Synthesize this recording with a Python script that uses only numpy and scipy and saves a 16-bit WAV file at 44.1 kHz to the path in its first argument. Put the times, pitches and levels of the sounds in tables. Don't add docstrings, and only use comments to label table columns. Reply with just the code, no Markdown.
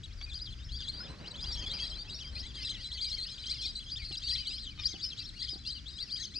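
import sys
import numpy as np
from scipy import signal
from scipy.fft import rfft, irfft
from scipy.io import wavfile
from scipy.ndimage import uniform_filter1d

SR = 44100
rng = np.random.default_rng(int(sys.argv[2]) if len(sys.argv) > 2 else 0)


def master_out(mix):
    frames = np.transpose(np.atleast_2d(mix))
    ceiling = np.clip(frames, -1, 1)
    pcm = np.round(ceiling * 32767).astype(np.int16)
    wavfile.write(sys.argv[1], SR, pcm)


N = 281799
T = np.arange(N) / SR

# start_s, rise_s, hold_s, fall_s, top_hz, catch_s, level_db
ARCHED_CALLS = [(0.029, .015, 0.0028, .02, 3900, 0.0065, -44.5),
                (0.328, .03, .017, .025, 4950, 0.0092, -39.5), (0.39, .036, .012, .05, 4950, 0.012, -42),
                (0.511, .022, 0, 0.012, 3550, 0.018, -47.5), (0.582, .022, 0, .026, 3180, 0.0016, -55.5),
                (0.683, .075, .02, .041, 4700, 0.037, -42), (0.783, .008, .02, 0.026, 3600, 0.0075, -43.5),
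                (0.804, 0.024, .01, .025, 4900, 0.028, -45),
                (0.878, 0.016, .014, 0.0058, 4250, 0.0076, -35.5),
                (0.913, .041, .045, 0.0039, 4690, 0.027, -41.5), (0.956, .052, .066, 0, 5066, 0.041, -44),
                (1.026, .028, 0, .024, 3670, 0.019, -49), (1.057, .042, .045, 0, 4030, 0.022, -52.5),
                (1.154, .06, 0.0005, 0.0078, 4740, 0.033, -54.5),
                (1.386, .045, .02, 0.0041, 4930, 0.042, -39.5), (1.443, .03, 0.043, .034, 4780, 0.03, -39),
                (1.508, .024, .018, .01, 5450, 0.0095, -39.5), (1.711, .038, .02, .035, 4850, 0.029, -40),
                (1.781, .03, .045, 0.015, 3287, 0.017, -38.5), (1.782, .027, .05, .01, 4600, 0.028, -37.5),
                (2.125, .033, 0.012, 0.026, 5600, .01, -45.5),
                (2.174, .025, .008, .035, 5800, 0.045, -44.5), (2.348, 0.03, 0.0075, .02, 4350, 0.045, -44),
                (2.437, .035, .02, .036, 3500, 0.017, -47), (2.529, .07, .04, 0.0015, 4900, 0.082, -42.5),
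                (2.606, 0.027, .055, 0.0059, 5150, 0.016, -43.5),
                (2.636, .02, .006, .03, 4000, 0.014, -38.5),
                (2.688, .017, 0.00036, .025, 4090, 0.0036, -35), (2.794, .028, .008, .025, 4650, 0.04, -42),
                (2.813, .029, .043, 0.003, 3980, 0.035, -39), (2.91, .04, .008, .04, 4470, 0.0056, -41.5),
                (2.997, .032, .008, .022, 4780, 0.018, -34.5), (3.04, .04, .017, .004, 4980, 0.023, -35),
                (3.24, .03, .01, 0.0057, 5080, 0.028, -43), (3.272, .047, .02, 0.013, 4110, 0.02, -41.5),
                (3.374, .025, .025, .025, 4040, 0.0076, -43), (3.464, .014, .012, .008, 6750, .005, -41.5),
                (3.504, .008, 0.0011, .011, 5200, 0.0027, -33),
                (3.534, .014, 0.0068, .03, 5200, 0.0053, -43.5),
                (3.645, .045, .022, .006, 4880, 0.017, -38), (3.793, .012, .01, .025, 3400, 0.0049, -45),
                (3.894, 0.04, .02, .005, 4920, 0.025, -37.5), (3.952, .018, 0, 0.024, 3730, 0.0077, -39.5),
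                (3.973, .025, .015, .05, 4710, 0.0098, -46), (4.113, .021, .008, .023, 4160, 0.0069, -40),
                (4.217, .032, .012, .063, 4580, 0.02, -34.5), (4.279, 0.035, .02, .038, 4700, 0.022, -32),
                (4.284, .012, .095, 0.0006, 4080, 0.013, -36.5),
                (4.35, .06, .009, 0.0076, 4780, 0.025, -36.5), (4.452, .06, .085, 0.011, 5024, 0.018, -37),
                (4.575, .035, .021, .032, 4200, 0.0088, -42),
                (4.834, .026, .014, 0.0014, 4754, 0.023, -27.5),
                (4.86, .009, .013, 0.0031, 5340, 0.0043, -32), (4.862, .024, .033, .014, 6280, 0.024, -39),
                (4.875, .03, .008, .025, 5200, 0.02, -42.5), (4.998, .04, .02, 0, 4660, 0.033, -36),
                (5.002, .037, .052, 0.005, 5205, 0.032, -36), (5.165, .042, .007, .023, 4750, 0.017, -39.5),
                (5.213, 0.029, .02, 0.01, 5420, 0.029, -43), (5.244, .03, .01, .025, 4340, 0.014, -45),
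                (5.376, .008, 0.0059, .06, 4670, 0.021, -43), (5.405, .031, .006, .036, 5010, 0.02, -38),
                (5.397, .033, .012, .02, 4350, 0.023, -39.5), (5.478, .023, .022, .035, 5025, 0.019, -36.5),
                (5.646, .045, .006, .024, 5080, 0.03, -36), (5.712, .038, 0.0053, .05, 4700, 0.018, -45),
                (5.858, .035, .007, 0.013, 4000, 0.013, -43.5), (5.852, .076, 0.094, 0, 5000, 0.0095, -47),
                (5.979, .062, 0.0031, .004, 4620, 0.029, -35.5), (6.093, .058, .025, .02, 4950, 0.028, -36),
                (6.335, .05, .011, .005, 4950, 0.025, -38)]
# start_s, length_s, from_hz, to_hz, level_db
SLIDING_CALLS = [(0.102, .04, 3140, 5860, -54.5), (0.221, .033, 4485, 4880, -43),
                 (0.262, 0.043, 2450, 2404, -52.5), (0.288, 0.044, 4750, 3400, -50),
                 (0.315, .03, 3470, 4180, -44), (0.455, .042, 4300, 3060, -46.5),
                 (0.74, .03, 3280, 3770, -48), (0.827, .045, 4270, 3180, -49),
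                 (0.868, .02, 3320, 4140, -42.5), (1.242, 0.03, 2790, 3600, -47),
                 (1.27, .02, 4020, 5220, -42), (1.303, .02, 5010, 3890, -44),
                 (1.339, .034, 2980, 4920, -45), (1.373, .05, 3350, 4350, -46),
                 (1.437, .028, 3190, 4720, -44.5), (1.541, 0.026, 5370, 3250, -44.5),
                 (1.563, .09, 3370, 3110, -43), (1.661, .06, 3410, 3870, -39.5),
                 (1.697, .06, 3320, 3150, -46), (1.711, .03, 4000, 4860, -38),
                 (1.834, 0.049, 3940, 5140, -39), (1.898, .026, 5520, 4010, -41.5),
                 (1.915, 0.039, 3110, 3650, -42), (1.951, 0.044, 4060, 4500, -42.5),
                 (1.989, .048, 4600, 4760, -42), (2.074, .04, 2650, 3600, -49.5),
                 (2.095, .058, 3740, 5484, -43.5), (2.359, .03, 2380, 3300, -47.5),
                 (2.579, .05, 2160, 2070, -50.5), (2.194, .05, 4200, 2990, -45),
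                 (2.24, 0.066, 3260, 3150, -48.5), (2.351, .06, 4190, 5170, -44.5),
                 (2.396, 0.024, 5500, 5280, -45.5), (2.415, .03, 4940, 3930, -45),
                 (2.548, .06, 3620, 3066, -47.5), (2.736, .04, 4700, 2880, -46),
                 (2.972, .04, 2980, 3980, -44), (3.043, .028, 3970, 5360, -38.5),
                 (3.095, 0.023, 5680, 5260, -41.5), (3.115, .04, 4240, 4660, -34),
                 (3.119, .09, 3436, 3115, -46.5), (3.18, .028, 4320, 4170, -40),
                 (3.21, .032, 4070, 4930, -39), (3.232, 0.026, 4230, 4600, -40.5),
                 (3.437, .02, 3020, 3900, -40.5), (3.457, .021, 3850, 6050, -38.5),
                 (3.462, 0.042, 3080, 3700, -41), (3.495, .013, 5710, 4600, -33.5),
                 (3.5, .03, 3960, 4730, -34), (3.531, 0.019, 3930, 6420, -40.5),
                 (3.582, .03, 3480, 3100, -43), (3.609, .055, 4090, 4640, -37.5),
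                 (3.617, .072, 3410, 4430, -41), (3.753, .025, 4860, 3830, -38),
                 (3.775, .022, 4090, 4070, -41), (3.861, .045, 3194, 3960, -46),
                 (3.997, .045, 2504, 2160, -49), (4.039, .075, 4270, 4250, -45),
                 (4.169, .02, 4700, 5960, -36.5), (4.326, 0.021, 4950, 5760, -36),
                 (4.353, .09, 3330, 2990, -45), (4.452, 0.037, 3645, 2935, -42.5),
                 (4.665, .038, 3345, 2993, -41.5), (4.926, 0.046, 4330, 2970, -44.5),
                 (5.1, .04, 4570, 3170, -42.5), (5.187, .025, 3920, 4640, -39.5),
                 (5.481, .02, 3086, 4400, -40.5), (5.662, .024, 4180, 4570, -36.5),
                 (5.696, .035, 3750, 4185, -43), (5.748, .04, 3150, 2870, -47.5),
                 (6.156, .022, 3090, 4660, -42), (6.197, .065, 6510, 6280, -40),
                 (6.198, .035, 5500, 3870, -41), (6.234, .026, 3420, 5700, -39)]
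# time_s, level_db
SWISH_LEVELS = [(0, -66.5), (.7, -70.5), (.93, -59), (1.02, -52), (1.3, -54), (1.7, -53.5), (2.1, -58),
                (2.8, -62), (6.39, -83)]
CEILING_HZ = 5440


def undb(db):
    return 10 ** (np.asarray(db) / 20)


def curve(rows):
    return np.interp(T, *np.transpose(rows))


def unit(x):
    return x / np.sqrt(np.mean(x ** 2))


def add(out, start_s, x):
    i = int(np.clip(start_s * SR, 0, N - 1))
    out[i:i + len(x)] += x[:N - i]


def colour(x, points):
    hz, db = np.transpose(points)
    f = np.maximum(np.fft.rfftfreq(N, 1 / SR), 1)
    roll_off = np.minimum(f / hz[0], 1) * np.minimum(hz[-1] / f, 1) ** 2
    gain = undb(np.interp(np.log(f), np.log(hz), db))
    return irfft(rfft(x) * gain * roll_off ** 2, N)


def wander(rate_hz):
    width = max(int(SR / rate_hz), 1)
    return unit(uniform_filter1d(uniform_filter1d(rng.standard_normal(N), width), width))


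def pan(x, db):
    return np.array([x * undb(db / 2), x * undb(-db / 2)])


def stereo_noise(points, side_db, pan_db):
    mid, side = (unit(colour(rng.standard_normal(N), points)) for _ in range(2))
    return pan(mid, pan_db) + undb(side_db) * np.array([side, -side])


def air():
    # pitch_hz, relative_db
    air_tone = [(200, 7.5), (900, -7.5), (1500, 3), (3000, -1.5), (5000, 3), (6600, -6), (9000, -19.5)]
    breeze_db = wander(4)
    return stereo_noise(air_tone, side_db=-6.5, pan_db=0.5) * undb(-61.5 + breeze_db)


def wind(buffet_db=0.9):
    # pitch_hz, relative_db
    rumble_tone = [(20, -24.5), (35, -1), (48, -11.5), (60, 1.5), (78, -9.5), (125, -13.5), (200, -35)]
    # time_s, level_db
    gusts = [(0, -46), (.79, -43), (1.21, -52.5), (1.63, -42), (2.18, -50), (2.32, -45.5), (2.6, -48.5),
             (3.3, -49), (3.9, -51.5), (4.04, -39.5), (4.23, -50.5), (4.37, -42), (4.5, -54), (4.83, -42.5),
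             (5.02, -53), (5.48, -49), (6.39, -54)]
    rumble = stereo_noise(rumble_tone, side_db=-22.5, pan_db=4.0)
    return rumble * undb(curve(gusts) + buffet_db * wander(26))


def water():
    # pitch_hz, relative_db
    lapping_tone = [(120, 1), (300, -5.5), (500, -24.5)]
    # pitch_hz, relative_db
    swish_tone = [(150, 17.5), (300, 8), (700, -1.5), (1500, -1.5), (3000, -5), (9000, -45)]
    waves_db = 1.8 * wander(5)
    lapping = stereo_noise(lapping_tone, side_db=-7.5, pan_db=-4.0) * undb(-61.0 + waves_db)
    swish = stereo_noise(swish_tone, side_db=-12.5, pan_db=-1.5)
    return lapping + swish * undb(curve(SWISH_LEVELS) + 2.2 * wander(51))


def bubble(hz, cycles=103, rise_share=0.23):
    progress = np.linspace(0, 1, int(cycles / hz * SR))
    phase = 2 * np.pi * cycles * (progress + rise_share * progress ** 2 / 2)
    return np.sin(phase) * undb(-60 * progress)


def splashes(drops_db=-9, drop_hz=1150, count=260):
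    # start_s, pitch_hz, level_db
    plops = [(1.005, 1420, -42), (1.032, 1630, -49), (1.074, 2500, -48)]
    out, flow = np.zeros(N), undb(curve(SWISH_LEVELS))
    starts = np.interp(rng.random(count), np.cumsum(flow ** 2) / np.sum(flow ** 2), T)
    for start, (pitch, size) in zip(starts, rng.uniform(-1.014, 1, (count, 2))):
        gain = np.interp(start, T, flow) * undb(drops_db + 8 * size)
        add(out, start, gain * bubble(drop_hz * 2 ** (1.3 * pitch)))
    for start, hz, db in plops:
        add(out, start, undb(db) * bubble(hz))
    return pan(out, -1.5)


def hull_knocks(contact_s=0.0072):
    # start_s, level_db
    knocks = [(3.656, -49), (4.109, -42), (4.496, -53), (4.939, -39), (5.531, -42), (5.557, -41)]
    # pitch_hz, relative_db, ring_s (time to fade by 60 dB)
    hull_notes = [(192, 0.5, 0.088), (325, 22, 0.016), (390, -21.5, 0.17), (555, -36, 0.12),
                  (725, -1.5, 0.047), (794, -10.5, 0.13), (1145, -18, 0.06)]
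    out, t = np.zeros(N), T[:SR // 4]
    muffle = signal.butter(2, 1200, fs=SR, output="sos")
    contact = np.exp(-t / contact_s)
    for start, level_db in knocks:
        ring = sum(undb(db - 60 * t / ring_s) * np.sin(2 * np.pi * hz * t + rng.uniform(0, 2 * np.pi))
                   for hz, db, ring_s in hull_notes)
        scuff = signal.sosfilt(muffle, rng.standard_normal(len(t)))
        knock = (ring + 3 * scuff * contact) * (1 - contact)
        add(out, start, undb(level_db) * knock / np.abs(knock).max())
    return pan(out, -4)


def bank_echo(x, fade_s=.6, onset_s=.012):
    t = T[:SR]
    tail = rng.standard_normal((2, SR)) * undb(-60 * t / fade_s) * (1 - np.exp(-t / onset_s))
    tail /= np.sqrt(np.sum(tail ** 2, axis=1, keepdims=True))
    return signal.fftconvolve(x[None], tail, axes=1)[:, :N]


def strain_db(hz, easy_hz=5830, db_per_khz=-15.5):
    return db_per_khz * np.maximum(hz - easy_hz, 0) / 1e3


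def arch(rise_s, hold_s, fall_s, top_hz, catch_s, attack_s=0.013, release_s=0.016):
    rise_s, hold_s, fall_s = np.maximum([rise_s, hold_s, fall_s], 1e-4)
    t = T[:int((rise_s + hold_s + fall_s) * SR)]
    lift = np.sin(np.pi / 2 * np.interp(t, np.cumsum([0, rise_s, hold_s, fall_s]), [0, 1, 1, 0]))
    foot_hz = min(2898 * np.sqrt(top_hz / 4910), .8 * top_hz)
    hz = foot_hz + (top_hz - foot_hz) * lift
    edges = np.clip(t / attack_s, 0, 1) * np.clip((t[-1] - t) / release_s, 0, 1)
    soft_db = -11 * np.clip((catch_s - t) / 0.0079, 0, 1)
    fade_db = -92.5 * np.maximum(t - catch_s, 0)
    foot_boost_db = 3 * (1 - lift)
    return hz, np.sin(np.pi / 2 * edges) * undb(foot_boost_db + soft_db + fade_db + strain_db(hz))


def slide(length_s, from_hz, to_hz, scoop=2.5, edge_s=0.0047, swell_db=1):
    t = T[:int(max(length_s, .005) * SR)]
    progress = t / t[-1]
    lift = (progress if to_hz > from_hz else 1 - progress) ** scoop
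    hz = min(from_hz, to_hz) + abs(to_hz - from_hz) * lift
    edges = np.clip(np.minimum(t, t[-1] - t) / edge_s, 0, 1)
    return hz, np.sin(np.pi / 2 * edges) * undb(strain_db(hz) + swell_db * (progress - .5))


def whistle(hz, strength, wobbles, rasp, octave_db, waver, third_db=-33, hoarse_db=-35):
    pipe_hz, spacing_hz, pull = 4021.4, 758.8, .3
    i = int(rng.random() * (N - SR))
    bend, flutter, breath, flicker, burst = wobbles[:, i:i + len(hz)]
    hz = hz * (1 + waver * bend)
    off_pipe = 2 * np.pi * (hz - pipe_hz) / spacing_hz
    hz = hz - pull * spacing_hz / (2 * np.pi) * np.sin(off_pipe)
    phase = 2 * np.pi * np.cumsum(hz * (1 + .0035 * flutter)) / SR
    purity_db = -8 * np.minimum(np.abs(hz - pipe_hz) / 600, 1)
    flare = undb(7 * np.tanh(burst) + purity_db) * (1 + 2 * rasp * flutter + .35 * breath)
    octave = undb(octave_db) * np.sin(2 * phase)
    third = undb(third_db) * np.sin(3 * phase) * (3 * hz < SR / 2)
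    tone = np.sin(phase) + flare * (octave + third)
    grain = 1 + rasp * flutter + undb(hoarse_db) * breath
    pipe_db = .8 * (np.cos(off_pipe) - 1.5)
    return strength * undb(pipe_db + 2.18 * flicker) * grain * tone


def chatter_strength(join_s=0.093, follow=.4):
    # time_s, relative_db
    chatter_levels = [(0, -59), (.85, -52), (1.15, -57), (1.75, -45), (2.05, -53), (2.65, -45), (3.1, -46),
                      (4, -48), (4.4, -45.5), (5, -51), (5.35, -47), (5.85, -53), (6.1, -48), (6.39, -49)]
    near = [(start, rise + hold + fall, db) for start, rise, hold, fall, *_, db in ARCHED_CALLS]
    near += [(start, length, db) for start, length, *_, db in SLIDING_CALLS]
    calling, coarse_t = 1e-9, T[::100]
    for start, length, db in near:
        calling += length * undb(db) * np.exp(-(2 * (coarse_t - start - length / 2) / join_s) ** 2)
    joining = np.interp(T, coarse_t, calling / calling.mean() + .12) ** follow
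    return undb(curve(chatter_levels)) * joining


def far_birds(wobbles, pitch_hz, spread, length_s, reach, octave_db, count, lean=0):
    out, chatter = np.zeros(N), chatter_strength()
    slots = (np.arange(count) + rng.random(count)) / count
    middles = np.interp(slots, np.cumsum(chatter) / chatter.sum(), T)
    for middle, (pitch, size, kind, swing, *pace) in zip(middles, rng.uniform(-1, 1, (count, 7))):
        stages_s = length_s / 3 * 2 ** np.array(pace)
        hz = pitch_hz * (1 + spread * pitch)
        if kind > .3 - lean:
            shape = arch(*stages_s, min(hz, CEILING_HZ), catch_s=stages_s[0] / 2)
        else:
            swing = np.sign(swing + lean) * np.sqrt(abs(swing))
            ends_hz = hz * (1 + reach * np.array([-swing, swing]))
            shape = slide(stages_s.sum(), *np.minimum(ends_hz, CEILING_HZ))
        call = whistle(*shape, wobbles, rasp=.15, octave_db=octave_db, waver=.012)
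        add(out, middle - stages_s.sum() / 2, undb(7 * size) * call)
    return unit(out) * np.sqrt(chatter * chatter.mean())


def nasal_calls(wobbles):
    # start_s, length_s, pitch_hz, sag (share of pitch lost), hoarse_db, level_db
    nasal_notes = [(0.207, 0.026, 1147, -0.08, -7, -63), (0.803, 0.035, 1600, .16, -22, -58.5),
                   (4.777, 0.061, 1292, 0.12, -16, -58.5)]
    out = np.zeros(N)
    for start, length, hz, sag, hoarse_db, db in nasal_notes:
        progress = np.linspace(0, 1, int(length * SR))
        strength = undb(db) * np.sqrt(np.abs(np.sin(np.pi * np.sqrt(progress))))
        call = whistle(hz * (1 - sag * progress ** 2), strength, wobbles,
                       rasp=0.25, octave_db=13, waver=0.011, third_db=17, hoarse_db=hoarse_db)
        add(out, start, call)
    return out


def near_birds(wobbles, twin_db=-12.5, twin_spread=.36, mirror_db=-17, scatter_db=2):
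    out = np.zeros((2, N))
    calls = [(start, arch(*shape), db) for start, *shape, db in ARCHED_CALLS]
    calls += [(start, slide(*shape), db) for start, *shape, db in SLIDING_CALLS]
    chances = rng.random((len(calls), 4))
    for (start, (hz, strength), db), (height, place, first, last) in zip(calls, chances):
        lead = whistle(hz, strength, wobbles, rasp=.16, octave_db=-13.5, waver=.01)
        apart = twin_spread * (np.linspace(first, last, len(hz)) - 2 / 3)
        twin_hz = np.minimum(hz * (1 + apart), np.maximum(hz, CEILING_HZ))
        twin = whistle(twin_hz, strength, wobbles, rasp=.16, octave_db=-13.5, waver=.017)
        call = undb(db) * (lead + undb(twin_db) * twin)
        mirror_delay_s = 0.005 * (0.2025 + height)
        for ear, heard in zip(out, pan(call, scatter_db * (2 * place - 1))):
            add(ear, start, heard)
            add(ear, start + mirror_delay_s, undb(mirror_db) * heard)
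    return out


def flock(near_db=-2.69, far_db=-6.5, soft_db=-14, low_db=-20, echo_db=-14.3):
    # pitch_hz, gain_db
    air_path = [(500, 1), (5200, 5.5), (6300, 5.5), (6800, 3), (8200, -5), (9500, -9.5), (12500, -13.5)]
    # time_s, left_minus_right_db
    direction = [(0, 3.5), (4.2, 3.5), (5.2, 5.5), (6.39, 5.5)]
    wobbles = np.array([.35 * wander(220) + wander(70), wander(450), wander(5500),
                        wander(130), wander(55)])
    far = far_birds(wobbles, 4630, spread=.19, length_s=.048, reach=.15, octave_db=-10.5, count=310)
    soft = far_birds(wobbles, 3192, spread=.12, length_s=.04, reach=.13, octave_db=-5, count=120)
    low = far_birds(wobbles, 2296, spread=.11, length_s=.032, reach=.1624, octave_db=-9, count=100,
                    lean=-0.43)
    near = near_birds(wobbles) + nasal_calls(wobbles)
    voices = undb(near_db) * near + undb(far_db) * far + undb(soft_db) * soft + undb(low_db) * low
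    birds = colour(voices, air_path)
    return birds * pan(1, curve(direction)) + undb(echo_db) * bank_echo(birds.mean(axis=0))


def scene():
    return air() + flock() + wind() + water() + splashes() + hull_knocks()


def record(dry, top_hz=15400):
    # pitch_hz, lag_radians
    left_lag = [(60, 0.019), (340, 1), (3600, 0.82), (4800, 0.36), (8200, 1)]
    lag = np.interp(np.fft.rfftfreq(N, 1 / SR), *np.transpose(left_lag))
    left = irfft(rfft(dry[0]) * np.exp(-1j * lag), N)
    treble_cut = signal.ellip(8, .2, 70, top_hz, fs=SR, output="sos")
    return signal.sosfilt(treble_cut, np.array([left, dry[1]]))


dry = scene()
out = record(dry)
master_out(out)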